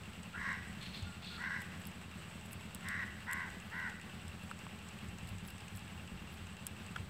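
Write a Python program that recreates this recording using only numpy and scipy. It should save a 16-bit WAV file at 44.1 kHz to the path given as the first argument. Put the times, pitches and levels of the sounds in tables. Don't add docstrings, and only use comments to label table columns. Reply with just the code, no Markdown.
import sys
import numpy as np
from scipy import signal
from scipy.fft import rfft, irfft
from scipy.io import wavfile
from scipy.ndimage import uniform_filter1d

SR = 44100
rng = np.random.default_rng(int(sys.argv[2]) if len(sys.argv) > 2 else 0)


def master_out(mix):
    frames = np.transpose(np.atleast_2d(mix))
    ceiling = np.clip(frames, -1, 1)
    pcm = np.round(ceiling * 32767).astype(np.int16)
    wavfile.write(sys.argv[1], SR, pcm)


def attenuation_scalar(level_db):
    decades = np.asarray(level_db, float) / 20
    return 10 ** decades


N = 312669


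def rms_one(x):
    return x / np.sqrt(np.mean(x ** 2) + 1e-20)


def even(x, size=1300):
    return x / np.sqrt(uniform_filter1d(x ** 2, size=size) + 1e-12)


def short_of(t, length):
    return np.clip(1 - t / length, 0, 1)


def span(start, length):
    at = np.arange(int(start * SR), min(int((start + length) * SR), N))
    fade = np.minimum(1, np.minimum(at - at[0], at[-1] - at) / (0.0016 * SR))
    return at, fade, at / SR - start


def drift(rate_hz, size):
    r = np.exp(-2 * np.pi * rate_hz / SR)
    noise = rng.standard_normal(size + SR)
    return rms_one(signal.lfilter([1], [1, -2 * r, r * r], noise)[SR:])


def resonate(x, modes):
    out = 0
    for k, (hz, width_hz, db) in enumerate(modes):
        r = np.exp(-np.pi * width_hz / SR)
        zeros = [(1 - r * r) / 2, 0, (r * r - 1) / 2]
        poles = [1, -2 * r * np.cos(2 * np.pi * hz / SR), r * r]
        out = out + (-1) ** k * attenuation_scalar(db) * signal.lfilter(zeros, poles, x)
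    return out


def bursts(times, db, lengths):
    out = np.zeros(N + SR)
    for s, level_db, length in np.broadcast(times, db, lengths):
        u = np.arange(int(8 * length * SR)) / (length * SR)
        i = int(max(s, 0) * SR)
        out[i:i + len(u)] += attenuation_scalar(level_db) * (1 - np.exp(-6.0 * u)) * np.exp(-u)
    return out[:N]


def air():
    # f/Hz, density/dB
    air_colour = [(160, -30), (280, 1), (497, -4.5), (853, -3), (960, -6), (1060, -2.5), (2270, -5),
                  (2730, -6), (3070, -6), (6460, -21.5), (7910, -20.5), (9520, -25.5), (15800, -25)]
    # f/Hz, level/dB
    air_bass = [(40, -18), (90, 9), (140, 5.5), (190, 9.5), (230, 6.5), (270, -9), (340, -1), (450, -1.24)]
    # f/Hz, width/Hz, gain
    mic_peak = (7980, 480, 2.9)
    level_db, top_hz = -53.5, 15850
    bins_hz = np.arange(N // 2 + 1) * SR / N
    colour_db = 0
    for table in (air_colour[1:], air_bass):
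        hz, db = np.transpose(table)
        colour_db = colour_db + np.interp(np.log(bins_hz + 1), np.log(hz), db)
    far = irfft(rfft(rng.standard_normal(N)) * attenuation_scalar(colour_db) * (bins_hz < top_hz), N)
    peak_hz, peak_width_hz, peak_gain = mic_peak
    far += peak_gain * attenuation_scalar(2.74 * drift(27, N)) * resonate(far, [(peak_hz, peak_width_hz, 0)])
    high = signal.sosfilt(signal.butter(2, 300, "high", fs=SR, output="sos"), far)
    return far / np.std(high) * attenuation_scalar(level_db - 1.5 + 0.74 * drift(7.3, N))


def wind():
    # t/s, rumble level/dB, width/s
    gusts = [(.02, -42.5, .06), (.39, -45, 0.032), (.7, -46.5, 0.18), (1.05, -49, 0.031),
             (1.38, -50, 0.065), (2.2, -61, 0.4), (3.1, -54, 0.14), (3.53, -49, 0.06), (3.95, -57, 0.17),
             (4.29, -47, 0.044), (4.76, -56, .03), (5.3, -40.5, 0.12), (5.77, -48, .05), (5.96, -45, 0.043),
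             (6.18, -44, .06), (6.42, -43.5, 0.051), (7.04, -43, 0.067)]
    # t/s, peak/dB, f/Hz, length/s
    bumps = [(1.02, -31.5, 92, 0.013), (3.077, -48, 69, 0.025), (3.502, -49, 69, 0.02),
             (4.243, -48, 81, 0.023), (4.278, -39, 71.4, 0.012), (5.078, -36.5, 101.3, 0.011),
             (5.239, -46, 72.7, 0.015), (5.299, -38.5, 96, 0.026), (5.376, -61, 89, 0.03),
             (5.739, -36.5, 92.5, 0.02), (6.118, -40, 62.5, 0.019), (6.995, -35, 93, 0.013)]
    calm_db = -58
    t = np.arange(N) / SR
    gusting = attenuation_scalar(calm_db)
    for s, db, width_s in gusts:
        gusting = gusting + attenuation_scalar(db) * np.exp(-.5 * ((t - s) / width_s) ** 2)
    band = signal.butter(2, [40, 95], "band", fs=SR, output="sos")
    rumble = signal.sosfilt(band, rng.standard_normal(N))
    out = even(rumble) * gusting * attenuation_scalar(-11.0 + 0.5 * drift(35, N))
    for s, db, hz, length in bumps:
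        out += np.sin(2 * np.pi * hz * (t - s)) * bursts(s, db + 3.0, length)
    return out


def each_cycle(contacts, spread_db):
    # valve tick t/s, cycles done
    turning = [(-.0652, -1), (1.0252, 10), (2.0139, 20), (3.1044, 31), (4.195, 42), (5.0859, 51),
               (6.0752, 61), (7.159, 72)]
    s, cycles = np.transpose(turning)
    out = 0
    for share, db, length in contacts:
        times = np.interp(np.arange(-1, 71) + share, cycles, s)
        levels_db = db + spread_db * rng.standard_normal(len(times))
        out = out + bursts(times[times > 0], levels_db[times > 0], length)
    return out


def engine():
    # f/Hz, level/dB, T60/s
    exhaust = [(39.7, -81, 0.16), (89.4, -49, 0.096), (128.9, -53.5, 0.23), (180, -42, 0.079),
               (206.4, -47, 0.11), (244, -94, 0.086), (390, -52, 0.044)]
    # cycle share after the tick, level/dB, length/s
    firing = [(.437, 1.5, 0.0018), (.54, -6, 0.0028), (.68, 0, 0.00068), (.785, -7.5, 0.0012),
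              (.9, -6.5, 0.0014)]
    # cycle share, level/dB, length/s
    valve_puffs = [(.0, -49, 0.0054), (.1, -57, 0.0034), (.19, -51.5, 0.0079), (.26, -57, 0.0057),
                   (.37, -56, 0.0033), (.45, -57, 0.0092), (.56, -57.5, 0.0064)]
    valve_ticks = [(.008, -61, 0.0012), (.51, -76, 0.003)]
    # t/s, peak/dB
    hard_ticks = [(0.2312, -43), (0.528, -46), (0.827, -49), (1.0246, -49), (1.4224, -51), (1.8158, -57),
                  (2.0138, -57), (2.4104, -52), (3.502, -49), (3.6002, -51), (3.897, -45), (4.5895, -45),
                  (4.887, -44), (5.0853, -53), (5.1837, -45), (5.3827, -46), (5.5802, -52), (5.682, -43.5),
                  (6.0746, -50), (6.4684, -48), (6.567, -51), (6.8636, -47), (6.9606, -46)]
    # f/Hz, width/Hz, level/dB
    casing = [(2722, 120, 17), (1630, 134, 6.5), (835, 24, 12), (1080, 33, -2)]
    tick_colour = [(7950, 600, 0), (4500, 2500, -13), (10000, 1500, -22)]

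    push = np.diff(each_cycle(firing, 1.7), prepend=0)
    pipe = 0
    for hz, db, t60_s in exhaust:
        r = attenuation_scalar(-60 / (t60_s * SR))
        w = 2 * np.pi * hz / SR
        ring = signal.lfilter([0, np.sin(w)], [1, -2 * r * np.cos(w), r * r], push)
        pipe = pipe + attenuation_scalar(db + 1.0) / w / 60 * ring

    puffs = even(resonate(rng.standard_normal(N), casing), size=300) * each_cycle(valve_puffs, 0.55)
    s, db = np.transpose(hard_ticks)
    striking = each_cycle(valve_ticks, 2.9) + bursts(s, db - 8.5, 0.0022)
    ticks = even(resonate(rng.standard_normal(N), tick_colour), size=90) * striking
    return pipe + puffs + 1.8 * ticks


def small_birds():
    # t/s, length/s, level/dB, fading/(dB/s), low voice/dB
    chatter = [(.807, .11, -52, 90, -1), (.932, .13, -47.5, 170, -6), (1.218, .155, -51, 30, -8)]
    # t/s, length/s, f/Hz, level/dB
    whistles = [(1.05, .17, 1392, -58), (1.305, .11, 1388, -57)]
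    # f/Hz, width/Hz, level/dB
    chatter_high = [(3420, 260, 6), (4250, 300, 5.5), (5000, 590, -10)]
    chatter_low = [(2400, 900, -2)]
    attack_s, silent_db = .02, -10
    slide_hz, slide_s, fade_db_per_s = 60, .03, 30

    clicks = rng.standard_normal((2, N)) * attenuation_scalar(2.2 * drift(150, N))
    high = rms_one(resonate(clicks[0], chatter_high))
    low = rms_one(resonate(clicks[1], chatter_low))
    out = np.zeros(N)
    for start, length, db, fading, low_db in chatter:
        at, fade, t = span(start, length)
        level_db = db + silent_db * short_of(t, attack_s) - fading * np.maximum(t - attack_s, 0)
        out[at] += (high[at] + attenuation_scalar(low_db) * low[at]) * attenuation_scalar(level_db) * fade

    for start, length, hz, db in whistles:
        at, fade, t = span(start, length)
        sliding_hz = hz + slide_hz * np.exp(-t / slide_s)
        wavering = attenuation_scalar(db - fade_db_per_s * t + 3.5 * drift(30, len(at)))
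        out[at] += np.sin(2 * np.pi * np.cumsum(sliding_hz) / SR) * wavering * fade
    return out


def hands():
    # t/s, crack peak/dB, stem ring re crack/dB
    snaps = [(1.604, -53, -8), (1.617, -49, -12), (1.8532, -47, -6.5), (1.865, -48, -21), (1.87, -31, -31),
             (2.46, -48, -14), (2.5306, -37.5, -12.5), (2.7475, -30, -16), (2.755, -50, -9),
             (2.8864, -32.5, -12.5), (3.313, -43, -11), (3.3258, -40, -17), (3.3317, -25.5, -17),
             (3.378, -52, -18), (4.014, -68, 12.5), (4.2802, -58, 4), (4.512, -47, -11), (5.273, -56, -3),
             (5.29, -44, -13), (5.4504, -64, 4), (5.485, -52, -6), (5.503, -44, -24), (5.506, -56, -3),
             (5.6057, -60, -1), (5.752, -61, 3), (5.772, -43.5, -10), (5.793, -55, -5), (6.34, -57, -11),
             (6.6672, -23.5, -14.5), (6.675, -46, -12)]
    # slip t/s, level/dB, build-up/s
    rustle = [(1.616, -54, 0.018), (1.88, -62, 0.16), (2.466, -70, 0.11), (2.534, -49, .03),
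              (3.336, -57, .015), (3.38, -74, 0.089), (3.66, -71, .04), (3.8, -66, .4), (4.284, -67, .03),
              (4.438, -60, .025), (5.292, -60, .035), (5.502, -53.5, .07), (5.78, -54, 0.066),
              (6.344, -61, .05)]
    # t/s, peak/dB, f/Hz, length/s
    knocks = [(2.8853, -37, 3700, .001), (2.886, -39, 5300, .001), (4.5135, -27, 1350, 0.0012),
              (4.5156, -42, 1000, 0.0022), (4.6665, -33, 1050, .0012), (4.668, -39, 2700, .001),
              (6.9597, -32, 1480, .003), (6.9615, -36, 3300, 0.0022), (6.9622, -29, 1430, 0.0015),
              (6.9645, -29, 1450, 0.0014), (6.9675, -36, 1500, .0015)]
    # f/Hz, width/Hz, level/dB
    snap_top = [(10800, 1600, 9.5), (15800, 3000, 6)]
    snap_colour = [(8120, 810, 0.1)]
    snap_low = [(5280, 230, 0.3), (3080, 1100, -1.7)]
    snap_s, soft_ring_db, low_follows = 0.0013, -57, 0.38
    rub_start_db, rub_release_s = -22, .025

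    s, db, ring_db = np.transpose(snaps)
    body_db = db + ring_db
    low_db = soft_ring_db + low_follows * (body_db - soft_ring_db)
    white = rng.standard_normal((2, N))
    top = bursts(s, db - 8.0, snap_s)
    grain = attenuation_scalar(6.1 * drift(160, N))
    for slip, rub_db, build in rustle:
        length = build + rub_release_s
        at, fade, t = span(slip - build, length)
        ramps = short_of(t, build) + short_of(length - t, rub_release_s)
        top[at] += attenuation_scalar(rub_db + rub_start_db * ramps - 9.5) * fade * grain[at]

    body = even(resonate(resonate(white[0], snap_colour), snap_colour), size=70)
    low = even(resonate(white[1], snap_low), size=90)
    hiss = even(resonate(resonate(white[1], snap_top), snap_top), size=60)
    out = body * bursts(s, body_db + 10.5, snap_s)
    out += low * bursts(s, low_db + 9.5, snap_s)
    out += hiss * top
    for s, db, hz, length in knocks:
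        out += np.sin(2 * np.pi * hz * (np.arange(N) / SR - s)) * bursts(s, db, length)
    return out


def crow():
    # t/s, length/s, level/dB, top pitch f/Hz, swell through the call/dB
    caws = [
        (0.336, 0.23, -43, 554, 0),
        (1.373, 0.25, -45, 528.6, -1),
        (2.819, .226, -45, 569.3, 4.5),
        (3.259, .235, -45.5, 541.6, -2),
        (3.705, .21, -46.5, 515, 3.5),
    ]
    # flutter f/Hz, flutter depth/pitch share, hoarseness 0-1, half-pitch share 0-1, beak/dB
    caw_voice = [(79.5, .075, .48, .5, -15), (82, .05, .65, .35, -16), (80.5, .06, .2, .9, -18),
                 (81, .075, .08, .5, -20), (80, .075, .14, .35, -19)]
    # attack/s, release/s, lower throat/dB, second harmonic/dB, end pitch share
    caw_throat = [(.135, .03, -6, -4, .9), (.055, .05, -2, -9, .91), (.05, .008, -5, -9, .85),
                  (.035, .07, -4, -3, .68), (.035, .04, -4.5, -6, .71)]
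    # f/Hz, width/Hz, level/dB
    lower_throat = [(1528, 350, 7.5)]
    upper_throat = [(1940, 320, 0.1)]
    beak = [(2800, 180, 4), (3880, 170, 2.5), (5360, 770, -5)]
    silent_db, release_db, third_db, waver_db = -22.5, -11.5, -3.5, 1.8
    start_share, rise_s, fall_s = .8, .09, .09

    out = np.zeros(N)
    for call, throat, voicing in zip(caws, caw_throat, caw_voice):
        start, length, db, top_hz, swell_db = call
        attack, release, lower_db, second_db, end_share = throat
        flutter_hz, depth, hoarse, half, beak_db = voicing
        at, fade, t = span(start, length)
        size = len(at)
        opening = short_of(t, attack) ** 2
        ending = short_of(length - t, release)
        progress = t / length - .5
        effort_db = db + silent_db * opening + swell_db * progress + release_db * ending
        rise = (1 - start_share) * short_of(t, rise_s) ** 2
        fall = (1 - end_share) * short_of(length - t, fall_s) ** 2
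        hz = top_hz * (1 - rise - fall)

        strain = np.clip((hz - 350) / 120, 0, 1)
        beat = 2 * np.pi * np.cumsum(flutter_hz * (1 + .2 * hoarse * drift(25, size))) / SR
        wobble = strain * depth * np.sin(beat) + .09 * hoarse * drift(200, size)
        phase = 2 * np.pi * np.cumsum(hz * (1 + wobble)) / SR
        closing = 1 + 0.3 * strain * np.cos(beat + .5)
        closing *= attenuation_scalar(4 * hoarse * drift(40, size))

        lines = sum(np.cos(k * phase) + half * np.cos((k - .5) * phase) for k in range(3, 13))
        breath = 2 * hoarse * rng.standard_normal(size) * (1 + np.cos(phase))
        voice = closing * lines + breath

        upper = even(resonate(resonate(voice, upper_throat), upper_throat))
        upper *= attenuation_scalar(effort_db - 1.1 + waver_db * drift(12.6, size))
        upper += even(resonate(voice, beak)) * attenuation_scalar(effort_db + beak_db - 0.7)
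        lower = even(resonate(resonate(voice, lower_throat), lower_throat))
        lower *= attenuation_scalar(effort_db + lower_db + 1.5 + waver_db * drift(5.1, size))
        second_level_db = effort_db + second_db - max(swell_db, 0) * progress + 0.5 + 2.0 * ending
        second = closing * np.cos(2 * phase) * attenuation_scalar(second_level_db)
        lead = np.sqrt(opening * (1 - opening)) * attack / .05
        third = closing * np.cos(3 * phase) * attenuation_scalar(db + third_db) * lead
        out[at] = fade * (upper - lower + second + third)
    return out


def trees(x):
    t60_s, echo_db, gap_s = 0.68, -6, .03
    t = np.arange(int(t60_s * SR)) / SR
    tail = rng.standard_normal(len(t)) * attenuation_scalar(-60 * t / t60_s) * (t > gap_s)
    tail = signal.sosfilt(signal.butter(2, 1300, "high", fs=SR, output="sos"), tail)
    tail /= np.sqrt(np.sum(tail ** 2))
    return x + attenuation_scalar(echo_db) * signal.fftconvolve(x, tail)[:N]


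def scene():
    birds = trees(crow() + small_birds())
    return (birds + engine() + hands() + wind() + air())[None]


def top_cut(x):
    return signal.sosfilt(signal.butter(12, 16650, fs=SR, output="sos"), x)


def record(dry):
    cut = signal.sosfilt(signal.butter(6, 46, "high", fs=SR, output="sos"), dry)
    cut = signal.sosfilt(signal.cheby2(10, 60, 16900, fs=SR, output="sos"), cut)
    return top_cut(cut - .0005)


dry = scene()
out = record(dry)
master_out(out)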